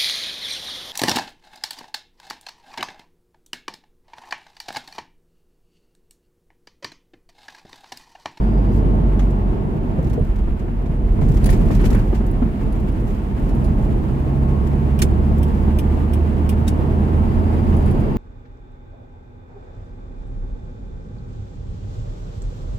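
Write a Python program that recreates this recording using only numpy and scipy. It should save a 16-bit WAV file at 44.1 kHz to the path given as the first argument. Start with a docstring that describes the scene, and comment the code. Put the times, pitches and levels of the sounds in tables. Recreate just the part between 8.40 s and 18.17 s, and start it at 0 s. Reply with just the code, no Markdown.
"""Inside a car that coasts through a toll lane, then speeds away over patched asphalt.
From the start the road rumbles, air hisses past the seals and the engine booms low. As the engine eases
off, road joints thump the tyres and shake the trim, most of all near 3 s, where the toll booths throw
the tyre noise back and a small metal piece jingles. Then the engine climbs. Near 6.6 s the indicator
stalk is flicked on and its relay ticks five times; near 8.3 s the stalk is flicked back."""
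import sys
import numpy as np
from scipy import signal
from scipy.fft import rfft, irfft, next_fast_len
from scipy.io import wavfile
from scipy.ndimage import uniform_filter1d, minimum_filter1d, map_coordinates

SR = 44100
rng = np.random.default_rng(int(sys.argv[2]) if len(sys.argv) > 2 else 0)


def to_wav(sig):
    """Store sig (one row per channel, or 1-D mono) as 16-bit WAV at the path in sys.argv[1].

    Samples outside -1..1 are clipped; the rate is SR.
    """
    pcm = np.clip(np.atleast_2d(sig), -1, 1) * 32767
    pcm = np.round(pcm).astype(np.int16)
    wavfile.write(sys.argv[1], SR, pcm.T)  # frames by channels


N = 430857
TIME = np.arange(N) / SR

# the tone of the dash and other trim: (frequency [Hz], level [dB])
TRIM_TONE = [(700, -20), (1800, 1.5), (2600, 1), (4000, -2.5), (5500, -1), (7500, -0.5), (9500, -5),
             (13000, -0.5), (16000, -11)]


def from_db(db):
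    """Turn decibels into a gain to multiply by."""
    return 10 ** (np.asarray(db) / 20)


def rms_one(x):
    """Scale a sound so that its average strength (rms) is 1."""
    return x / np.sqrt(np.mean(x ** 2) + 1e-20)


def evened(x, window_s=.12):
    """Hold noise near strength 1 by smoothing out its chance swells."""
    return x / np.sqrt(uniform_filter1d(np.mean(x ** 2, axis=0), int(window_s * SR)) + 1e-20)


def in_time(rows):
    """Join rows of (time, values...) with straight lines: one curve for each value."""
    times, *columns = np.transpose(rows)
    return [np.interp(TIME, times, column) for column in columns]


def panned(x, left_db):
    """Make the left side left_db louder than the right."""
    return x * from_db([[left_db / 2], [-left_db / 2]])


def add(out, sound, s):
    """Mix a short stereo sound in at s seconds."""
    start = int(s * SR)
    out[:, start:start + sound.shape[1]] += sound[:, :N - start]


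def butter(x, hz, kind, order=2):
    """Keep the lows, the highs or one band of a sound."""
    sections = signal.butter(order, np.clip(hz, 10, .45 * SR), kind, fs=SR, output="sos")
    return signal.sosfilt(sections, x)


def resonance_db(hz, resonance):
    """A bell-shaped rise in level around one favoured frequency."""
    centre_hz, width_hz, base_db, lift_db = resonance
    return base_db + lift_db * np.exp(-((hz - centre_hz) / width_hz) ** 2)


def coloured(white, spectrum, peaks=()):
    """Shape white noise to rows of (frequency [Hz], level [dB]), with narrow peaks on top."""
    size = white.shape[1]
    length = next_fast_len(size)
    hz, db = np.transpose(spectrum)
    bins = np.maximum(np.arange(length // 2 + 1) * SR / length, 1)
    level = np.interp(np.log(bins), np.log(hz), db)
    level += sum(resonance_db(bins, (centre, width, 0, lift)) for centre, width, lift in peaks)
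    low_cut = np.minimum(bins / hz[0], 1) ** 2
    return irfft(rfft(white, length) * from_db(level) * low_cut, length)[:, :size]


def noise(spectrum, size=N, channels=2, peaks=()):
    """Fresh shaped noise, different in each channel."""
    return coloured(rng.standard_normal((channels, size)), spectrum, peaks)


def drift(per_s):
    """A smooth random wander of typical size 1, through per_s points a second."""
    points = rng.standard_normal(int(N / SR * per_s) + 4)
    return rms_one(map_coordinates(points, [TIME * per_s], order=2, mode="nearest"))


def swell(start, length, attack_s, release_s):
    """A gain that fades in, holds at 1 from start for length seconds, and fades out."""
    early, late = np.maximum(start - TIME, 0), np.maximum(TIME - start - length, 0)
    return np.exp(-(early / attack_s) ** 2 - (late / release_s) ** 2)


def clicks(rows, tone, hold_s, rise_s, crack_db, alike, crack_s=.00075, lumpy_db=.5, echoes_per_s=700):
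    """Hard taps crack, echo between windscreen and dash, and die away in the seats."""
    out, t = np.zeros((2, N)), TIME[:SR // 8]
    shared_echoes = rng.standard_normal((2, len(t)))   # taps at one spot echo alike (0 to 1)
    for s, db, left_db, brightness_db, fade_s in rows:
        spectrum = [(hz, level + brightness_db * np.log2(hz)) for hz, level in tone]
        echoes = np.sqrt(alike) * shared_echoes + np.sqrt(1 - alike) * rng.standard_normal((2, len(t)))
        lumps = map_coordinates(rng.uniform(-.47, 1, len(t)), [t * echoes_per_s], order=1)
        burst = rms_one(coloured(echoes, spectrum) * from_db(2 * lumpy_db * lumps))
        tail = (1 - np.exp(-t / rise_s)) * from_db(-60 * np.maximum(t - hold_s, 0) / fade_s)
        crack = from_db(crack_db) * np.exp(-t / crack_s)
        add(out, panned(burst * (tail + crack), left_db) * from_db(db), s)
    return out


def ringing(rows, notes, ring_db, rise_s=.001):
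    """Each tap leaves a part ringing at its own notes; the wider a note, the sooner it dies."""
    out, t = np.zeros((2, N)), TIME[:SR // 8]
    for s, db, left_db, *_ in rows:
        ring = 0
        for hz, width, level in notes:
            fade = from_db(level) * np.exp(-np.pi * width * t)
            ring += fade * np.sin(2 * np.pi * (hz * t + rng.random((2, 1))))
        add(out, panned(ring * (1 - np.exp(-t / rise_s)), left_db) * from_db(db + ring_db), s)
    return out


def unevenness(attack_s=.046, release_s=.056):
    """Uneven road makes the suspension boom, the cabin drum and the trim shake: a gain for each."""
    # uneven stretches: (start [s], length [s], boom [dB], drumming [dB], shaking [dB])
    stretches = [(0.306, 0.32, -33, -23.5, -67), (1.63, 0.19, -23, -25, -56),
                 (1.915, 0.18, -19.5, -39, -74), (2.49, 0.082, -21.5, -31, -70),
                 (2.623, 0.11, -16.5, -31, -66), (2.804, 0.15, -17.5, -21, -64),
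                 (3.034, 0.56, -16, -20, -53), (3.674, 0.39, -21, -29.5, -72),
                 (4.25, 0.45, -23.5, -27.5, -58), (4.993, 0.55, -20.5, -28.5, -59),
                 (6.026, 0.11, -25, -40, -76), (6.606, 0.38, -27, -24.5, -74), (7.11, 0.48, -25, -40, -60),
                 (8.78, 0.26, -25, -31, -74), (9.286, 0.33, -23.5, -23.5, -56)]
    power = sum(np.outer(from_db(levels), swell(start, length, attack_s, release_s)) ** 2
                for start, length, *levels in stretches)
    return np.sqrt(power)


def road(boom, drum, boom_db=-25.5, drum_db=-24.5, rumble_db=-25, usual_grain_db=-41):
    """The road rumbles through the car's body, louder where the asphalt is coarse or uneven."""
    # cabin noise that moves both sides together: (frequency [Hz], level [dB])
    together = [(14, -24), (25, -12), (41, 1), (60, -4), (76, -2), (115, -3.5), (150, -6), (178, -12.5),
                (198, -4.5), (226, -6), (268, -12), (335, -11), (460, -19), (570, -27.5), (640, -23),
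                (680, -29.5), (900, -30.5), (1040, -36), (1300, -44.5)]
    # cabin noise that moves them against each other: (frequency [Hz], level [dB])
    opposed = [(14, -42), (40, -26), (65, -14), (95, -7.5), (170, -27.5), (235, -13), (300, -23),
               (440, -22.5), (530, -24.5), (640, -29.5), (790, -30.5), (940, -26.5), (1080, -32.5),
               (1250, -31.5), (1700, -40), (3000, -49)]
    # pitches the cabin favours: (frequency [Hz], half width [Hz], lift [dB])
    peaks = [(196.6, 2.9, 2.5), (707, 25, 3.5), (889, 16, 4.5), (1080, 13, 9)]
    # how coarse the asphalt is: (time [s], level [dB])
    grain = [(0.0, -39.5), (1.57, -43.5), (1.85, -49), (2.61, -47), (3.24, -43.5), (4.84, -46), (5.3, -41),
             (5.66, -43), (6.07, -41.5), (6.58, -41.5), (6.8, -41), (8.08, -41), (8.82, -38), (9.77, -39.5)]
    grain_db, = in_time(grain)
    coarse_db = grain_db - usual_grain_db
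    cabin = noise(together, channels=1, peaks=peaks)
    cabin = cabin + noise(opposed, channels=1, peaks=peaks) * [[1], [-1]]
    bands = []
    for hz in (62, 172, 720):   # peel off three bands, lowest first
        bands.append(evened(butter(cabin, hz, "low", order=5)))
        cabin = butter(cabin, hz, "high", order=5)
    deep, low, middle = bands
    suspension = evened(butter(deep, (21.7, 49.5), "band", order=1)) * np.hypot(from_db(boom_db), boom)
    drumming = low * np.hypot(from_db(drum_db + .7 * coarse_db), drum)
    panels = middle * np.hypot(from_db(rumble_db + .79 * coarse_db), from_db(-6) * drum)
    panels *= from_db(.68 * drift(25))
    tread = rms_one(butter(cabin, 1280, "low")) * from_db(grain_db + 2)
    return panned(suspension + drumming + panels, left_db=-1.45) + tread


def rush(booth_s=3.266, half_pass_s=.44, booth_air_db=-43.5, booth_hiss_db=-54.5, flutter_db=1):
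    """Air and tyre hiss leak through glass and seals, louder as the booths throw the noise back."""
    # the rush of air: (frequency [Hz], level [dB])
    air_tone = [(900, 6.5), (1400, 1.5), (2000, -1.5), (2900, -6.5), (3700, -14.5), (4200, -18),
                (4800, -22.5), (5600, -37), (9000, -50)]
    # the hiss of the tyres: (frequency [Hz], level [dB])
    hiss_tone = [(2500, -12), (4000, 0), (4900, 2), (5700, -1), (7400, 0), (9000, -2), (10800, -1.5),
                 (12500, -3.5), (16000, -4)]
    # the car slows, then gathers speed: (time [s], air [dB], hiss [dB])
    levels = [(0, -44, -61), (2.4, -47, -63.5), (4.3, -44, -59.5), (5.9, -43.5, -58), (8.6, -42, -57.5),
              (9.45, -40.5, -56), (9.77, -41.5, -59.5)]
    air_db, hiss_db = in_time(levels)
    booths = 1 / (1 + ((TIME - booth_s) / half_pass_s) ** 6)
    air = rms_one(noise(air_tone)) * np.hypot(from_db(air_db), booths * from_db(booth_air_db))
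    hiss = rms_one(noise(hiss_tone)) * np.hypot(from_db(hiss_db), booths * from_db(booth_hiss_db))
    return (air + hiss) * from_db(flutter_db * drift(45))


def engine(unsteady_db=.56, wander=.00316, third_db=-18, whine_ratio=16):
    """The engine's firing and its overtones boom in the cabin; a part it drives whines faintly."""
    # it labours, coasts, then pulls away: (time [s], firing rate [Hz], level [dB])
    drive = [(0, 49, -18.5), (.55, 47.3, -14.8), (1.1, 45.5, -17), (1.22, 45, -36), (1.55, 43, -36),
             (1.95, 42, -26), (3.3, 43, -24), (4.8, 62.6, -32), (5.5, 65.6, -27), (6.15, 68.5, -20.3),
             (7.4, 73.6, -18.3), (9.45, 82.1, -19.6), (9.6, 82.6, -23), (9.77, 83, -36)]
    # where the octave and the whine swell: (centre [Hz], width [Hz], base level [dB], lift [dB])
    octave_peak = (133.5, 9, -19.5, 18)
    whine_peak = (1095, 42, -39, 15)
    upper_whine_peak = (1175, 35, 0, 9.5)
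    hz, load_db = in_time(drive)
    phase = 2 * np.pi * np.cumsum(hz * (1 + wander * drift(8))) / SR
    firing = from_db(load_db + unsteady_db * drift(12)) * np.sin(phase)
    octave_db = load_db + resonance_db(2 * hz, octave_peak) + unsteady_db * drift(7.3)
    octave = from_db(octave_db) * np.sin(2 * phase)
    third = from_db(load_db + third_db) * np.sin(3 * phase)
    flutter = 1 + .4 * (drift(20) + 1j * drift(20))   # wobbles both strength and phase
    whine_hz = whine_ratio * hz
    whine_db = load_db + resonance_db(whine_hz, whine_peak) + resonance_db(whine_hz, upper_whine_peak)
    whine = from_db(whine_db) * np.real(flutter * np.exp(1j * whine_ratio * phase))
    # the shorter the wave, the more the two sides differ
    sides = from_db(-4.5 * np.log2(hz / 40) * np.array([[.5], [-.5]]))
    return np.sqrt(2) * (firing + octave + third) * sides + whine * from_db([[0], [-12]])


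def whistles(half_width_hz=160, fade_s=.02):
    """Faint, thin whistles come and go, each a narrow band of noise."""
    # the whistles: (start [s], length [s], pitch [Hz], level [dB])
    notes = [(0, .4, 4830, -65), (8.87, .9, 4780, -66)]
    breath = rms_one(butter(rng.standard_normal((2, N)), half_width_hz, "low"))
    tones = sum(from_db(db) * swell(start, length, fade_s, fade_s) * np.sin(2 * np.pi * hz * TIME)
                for start, length, hz, db in notes)
    return np.sqrt(2) * breath * tones


def chatter(tone, shake, per_s, calm_db=-72, fade_s=.045):
    """Tiny ticks come at random, louder while the road shakes the loose parts."""
    touches = rng.random(N) < per_s / SR
    ticks = touches * np.hypot(from_db(calm_db), shake) * from_db(rng.uniform(-6, 4, N))
    envelope = signal.lfilter([1], [1, -from_db(-60 / (fade_s * SR))], ticks + 1e-18)
    return envelope * rms_one(noise(tone))


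def swish(level_db=-56):
    """A soft, short swish, as of something sliding on the dash."""
    envelope = swell(start=.34, length=.025, attack_s=.036, release_s=.036)
    return from_db(level_db) * envelope * rms_one(noise(TRIM_TONE))


def bumps(sharpness=3.5):
    """A tyre slaps onto an edge, and a body panel swells and dies away within a few swings."""
    # joints and patches: (time [s], level [dB], panel pitch [Hz], slap over panel [dB], rise [s])
    edges = [(0.676, -19.5, 120, -24, 0.0098), (.828, -24, 211, -11, .012), (1.351, -22, 193, -14, 0.0084),
             (1.581, -17, 173, -14, 0.011), (1.582, -26.5, 524, -9, 0.0096), (1.753, -23, 162, -16, 0.016),
             (1.803, -21, 152, -20, 0.015), (2.063, -30.5, 330, -1, 0.015), (2.276, -32, 298, 1.5, .01),
             (2.286, -20.5, 148, -16, 0.011), (2.491, -19.5, 142, -25, 0.011), (2.779, -21, 225, -8, 0.015),
             (2.812, -28.5, 330, 4.5, 0.0076), (2.817, -17, 141.4, -15, 0.015),
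             (2.892, -11.5, 149, -21, 0.0098), (3.03, -21, 135, -9, .01), (3.055, -31, 270, 3, 0.009),
             (3.084, -26, 268, 4, 0.011), (3.126, -25, 365, -8, 0.009), (3.194, -14, 180, -14, 0.014),
             (3.255, -29, 347, -15, 0.012), (3.297, -22, 283, 0, 0.0098), (3.321, -25, 216, -18, 0.017),
             (3.405, -21, 175, -8, .011), (3.432, -21, 371, -5, .01), (3.482, -19, 151, -13, .011),
             (3.505, -15.5, 229, -10, 0.014), (3.543, -27, 400, 0, .008), (3.723, -22, 355, -3.5, 0.009),
             (3.799, -16.5, 222, -10, 0.012), (3.83, -20.5, 232, -8, 0.0098),
             (4.016, -13.5, 248, -9.5, 0.011), (4.049, -20, 183, -14, 0.012),
             (4.228, -24.5, 236, -13, 0.013), (4.428, -18, 199.5, -18, 0.015), (5.27, -20, 165, -18, 0.024),
             (7.268, -18, 194, -12, 0.013), (7.28, -26, 296, -5, 0.0081)]
    # the slap of the tread: (frequency [Hz], level [dB])
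    slap_tone = [(120, -14), (360, 9.5), (650, 1.5), (1000, -5), (1900, -17.5), (3000, -31), (6000, -56)]
    out, t = np.zeros((2, N)), TIME[:SR // 8]
    for s, db, hz, slap_db, rise_s in edges:
        push = (t / rise_s * np.exp(1 - t / rise_s)) ** sharpness
        panel = np.sqrt(2) * np.sin(2 * np.pi * (hz * t + rng.random()))
        slap = from_db(slap_db) * rms_one(noise(slap_tone, size=len(t)))
        add(out, from_db(db) * push * (panel + slap), s)
    return out


def dash_knock():
    """Something hard and hollow knocks once against the dash."""
    # the knock: (time [s], level [dB], left over right [dB], brightness [dB/octave], 60 dB fade [s])
    hit = [(.793, -41.5, 0, -6, .1)]
    # the notes of its hollow body: (pitch [Hz], width [Hz], level [dB])
    notes = [(820, 60, 12), (1200, 40, 8), (1560, 50, 4), (2150, 60, 0), (2900, 50, 2), (3340, 48, 1),
             (6450, 23, -5)]
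    tap = clicks(hit, TRIM_TONE, hold_s=.0072, rise_s=.0005, crack_db=-1, alike=0)
    return tap + ringing(hit, notes, ring_db=0)


def trim_rattle(shake):
    """Loose trim rattles as the road jolts it; a faint tick also comes just before the stalk is flicked back."""
    # rattles: (time [s], level [dB], left over right [dB], brightness [dB/octave], 60 dB fade [s])
    hits = [(.822, -55, -1, -3, .25), (.904, -54, 0, -2, .06), (1.644, -52, -2.5, -4, .06),
            (1.669, -51, -7, -5, 0.066), (1.698, -50, -3, -5, 0.055), (1.731, -47, -4, -3, .071),
            (1.958, -51, -2, -4, 0.058), (1.986, -53, -2.5, -5, .05), (2.193, -51, -1.5, -5, .05),
            (2.458, -49.5, 0, -7.5, .07), (2.812, -46.5, 1, -6, 0.36), (2.884, -48, -2, -2, .12),
            (2.916, -48, -1.5, -3, .07), (2.941, -46, -1.5, -2, 0.062), (2.969, -43, -3.5, -3, 0.048),
            (3.06, -36.5, 0, -9, 0.14), (3.091, -34, 2, -7, 0.12), (3.112, -45, 2, -1, .12),
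            (3.126, -37, -1, -4.5, 0.14), (3.284, -51, -1, -3, .04), (3.312, -40, 0, -6, 0.3),
            (3.348, -41, -2.5, -1.5, .04), (3.395, -40, -1, -10.5, 0.49), (3.441, -39, 5, -7, 0.11),
            (3.454, -34.5, 0, -3.5, 0.088), (3.503, -40, -3, -1.5, 0.075), (3.528, -42, -1, -4, .08),
            (3.546, -33, 1, -16, 0.23), (3.591, -47, -3, -6, .06), (3.746, -43, 1, -5, 0.18),
            (3.864, -51, -7, 5, .043), (4.67, -53, -1, -2, 0.43), (5.09, -49, -2, -3, .06),
            (6.27, -50, 1, -1, .065), (6.98, -49, -3, 7, .06), (8.269, -46, 2, -4, .06)]
    taps = clicks(hits, TRIM_TONE, hold_s=.0073, rise_s=.00047, crack_db=-5, alike=.31)
    return taps + chatter(TRIM_TONE, shake, per_s=57)


def panel_knock():
    """One of the jolts sets a hollow panel ringing."""
    # the jolt: (time [s], level [dB], left over right [dB])
    hit = [(1.776, -11.5, 1)]
    # the panel's notes: (pitch [Hz], width [Hz], level [dB])
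    notes = [(346, 32, -7), (417, 31, -2.5), (468, 26, -3), (610, 30, -11), (750, 40, -16)]
    return ringing(hit, notes, ring_db=1, rise_s=.0047)


def metal_jingle(shake):
    """A small metal piece taps and rings as it is shaken."""
    # jingles: (time [s], level [dB], left over right [dB], brightness [dB/octave], 60 dB fade [s])
    hits = [(3.033, -47, 3, -5, .06), (3.04, -42, 5, -11, 0.04), (3.0435, -37, 4, -6, .03),
            (3.059, -30, 3, -1, 0.054), (3.066, -39, 2, 0, .04), (3.102, -35, 11, 1, 0.04),
            (3.414, -50, 2, 8, .04), (3.448, -43, 3, -5, .04), (3.548, -43, 1, 1, .05),
            (3.678, -56, 1, 0, .05), (3.912, -49, 4, 12, 0.035), (4.324, -50, 4, -3, 0.061),
            (5.15, -54, 1, 3, .06), (5.242, -48, 2.5, -7, 0.14), (9.366, -49, 2.5, -1, 0.11),
            (9.459, -48, 2, -1, 0.089), (9.51, -47, -4, 4, .08)]
    # the tone of a tap: (frequency [Hz], level [dB])
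    tone = [(2000, -12), (3800, -9), (4700, -4), (5500, -12), (6700, -5), (8200, -12), (8750, -2),
            (9200, -5), (9800, 1), (10200, 5), (10700, -5), (11700, -4), (13000, -14), (14600, -11),
            (15300, -1), (16000, -6)]
    # the metal's notes: (pitch [Hz], width [Hz], level [dB])
    notes = [(4750, 60, -4), (9750, 70, -9), (10220, 55, 2), (15300, 45, -5)]
    taps = clicks(hits, tone, hold_s=.0033, rise_s=.0011, crack_db=3.5, alike=.47, lumpy_db=5)
    return taps + ringing(hits, notes, ring_db=-3) + chatter(tone, shake, per_s=14)


def relay(on_s=6.589, first_flash_s=.44, blink_s=.705, dark_s=.357, firm_db=-35, soft_db=-40.5):
    """The indicator's relay, an electric switch, ticks firmly as it pulls in, softly as it lets go."""
    # the tone of a tick: (frequency [Hz], level [dB])
    tone = [(1500, -12), (2900, 4), (3500, 1), (4200, -12), (5300, -2), (6900, -11), (8700, 1), (10000, -9),
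            (11300, 3), (12500, -11), (13400, -3), (16000, -7)]
    # the notes of its case: (pitch [Hz], width [Hz], level [dB])
    notes = [(2415, 38, -1.5), (2950, 54, -6), (3140, 55, -7), (5430, 45, -7), (8870, 48, -11),
             (11290, 36, -11), (13200, 38, -5)]
    left_db, brightness_db, fade_s = 0, -1, .071
    off_times = on_s + first_flash_s + blink_s * np.arange(2)
    moves = [(s, firm_db) for s in (on_s, *(off_times + dark_s))] + [(s, soft_db) for s in off_times]
    hits = [(s, db, left_db, brightness_db, fade_s) for s, db in moves]
    ticks = clicks(hits, tone, hold_s=.0084, rise_s=.0004, crack_db=-9, alike=.58)
    return ticks + ringing(hits, notes, ring_db=2)


def stalk():
    """The indicator stalk snaps over its notch; each direction brings out other notes in the plastic."""
    # flicks: (time [s], level [dB], left over right [dB], brightness [dB/octave], 60 dB fade [s])
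    flicks = [(6.618, -19.5, 0, -1.1, 0.069), (8.278, -29.5, 3, -1.5, 0.071)]
    # the tone of a snap: (frequency [Hz], level [dB])
    tone = [(500, -9), (1300, -2), (1830, 0), (2200, -1), (3100, 1), (3600, -1), (4200, -2), (5100, -2),
            (5800, -1.5), (6400, -2.5), (7300, 2.5), (8200, -.5), (9400, 0), (12000, -4), (16000, -6)]
    # the plastic's notes: (pitch [Hz], width [Hz], level flicked on [dB], level flicked back [dB])
    notes = [(1880, 75, 7.5, -8), (2350, 30, -10, -14), (2510, 28, -12, -1), (3100, 45, -3, -6),
             (3550, 50, -5, -10), (3760, 60, -9, 12.5), (4320, 38, -3, -8), (4680, 36, -4, -12),
             (5280, 34, -7, -2), (5850, 45, -4, -1), (6200, 42, 0, -6), (6430, 42, -1, -4),
             (7100, 46, 1, -3), (7390, 48, 2, -6), (7750, 52, 5, -6), (8830, 55, -3, 1), (9150, 48, -3, -1),
             (9550, 45, -1, -8), (10780, 50, -4, -4), (13730, 50, -4, -10)]
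    out = clicks(flicks, tone, hold_s=.0049, rise_s=.0021, crack_db=-15, alike=.19, lumpy_db=1)
    for direction, flick in enumerate(flicks):
        flick_notes = [(hz, width, levels[direction]) for hz, width, *levels in notes]
        out += ringing([flick], flick_notes, ring_db=-9)
    return out


def scene():
    """Everything as heard just behind the windscreen."""
    boom, drum, shake = unevenness()
    driving = road(boom, drum) + rush() + engine() + whistles()
    jolts = swish() + bumps() + dash_knock() + trim_rattle(shake) + panel_knock() + metal_jingle(shake)
    return driving + jolts + relay() + stalk()


def record(dry, limit=.85, window_s=.034, cutoff_hz=15800):
    """A limiter turns the loudest peaks down, and the highest treble is cut steeply."""
    size = int(window_s * SR)
    needed_gain = limit / np.maximum(np.abs(dry).max(axis=0), limit)
    smooth_gain = uniform_filter1d(minimum_filter1d(needed_gain, size), size)
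    treble_cut = signal.ellip(10, .05, 70, cutoff_hz, fs=SR, output="sos")
    return signal.sosfiltfilt(treble_cut, dry * smooth_gain)


dry = scene()
out = record(dry)
to_wav(out)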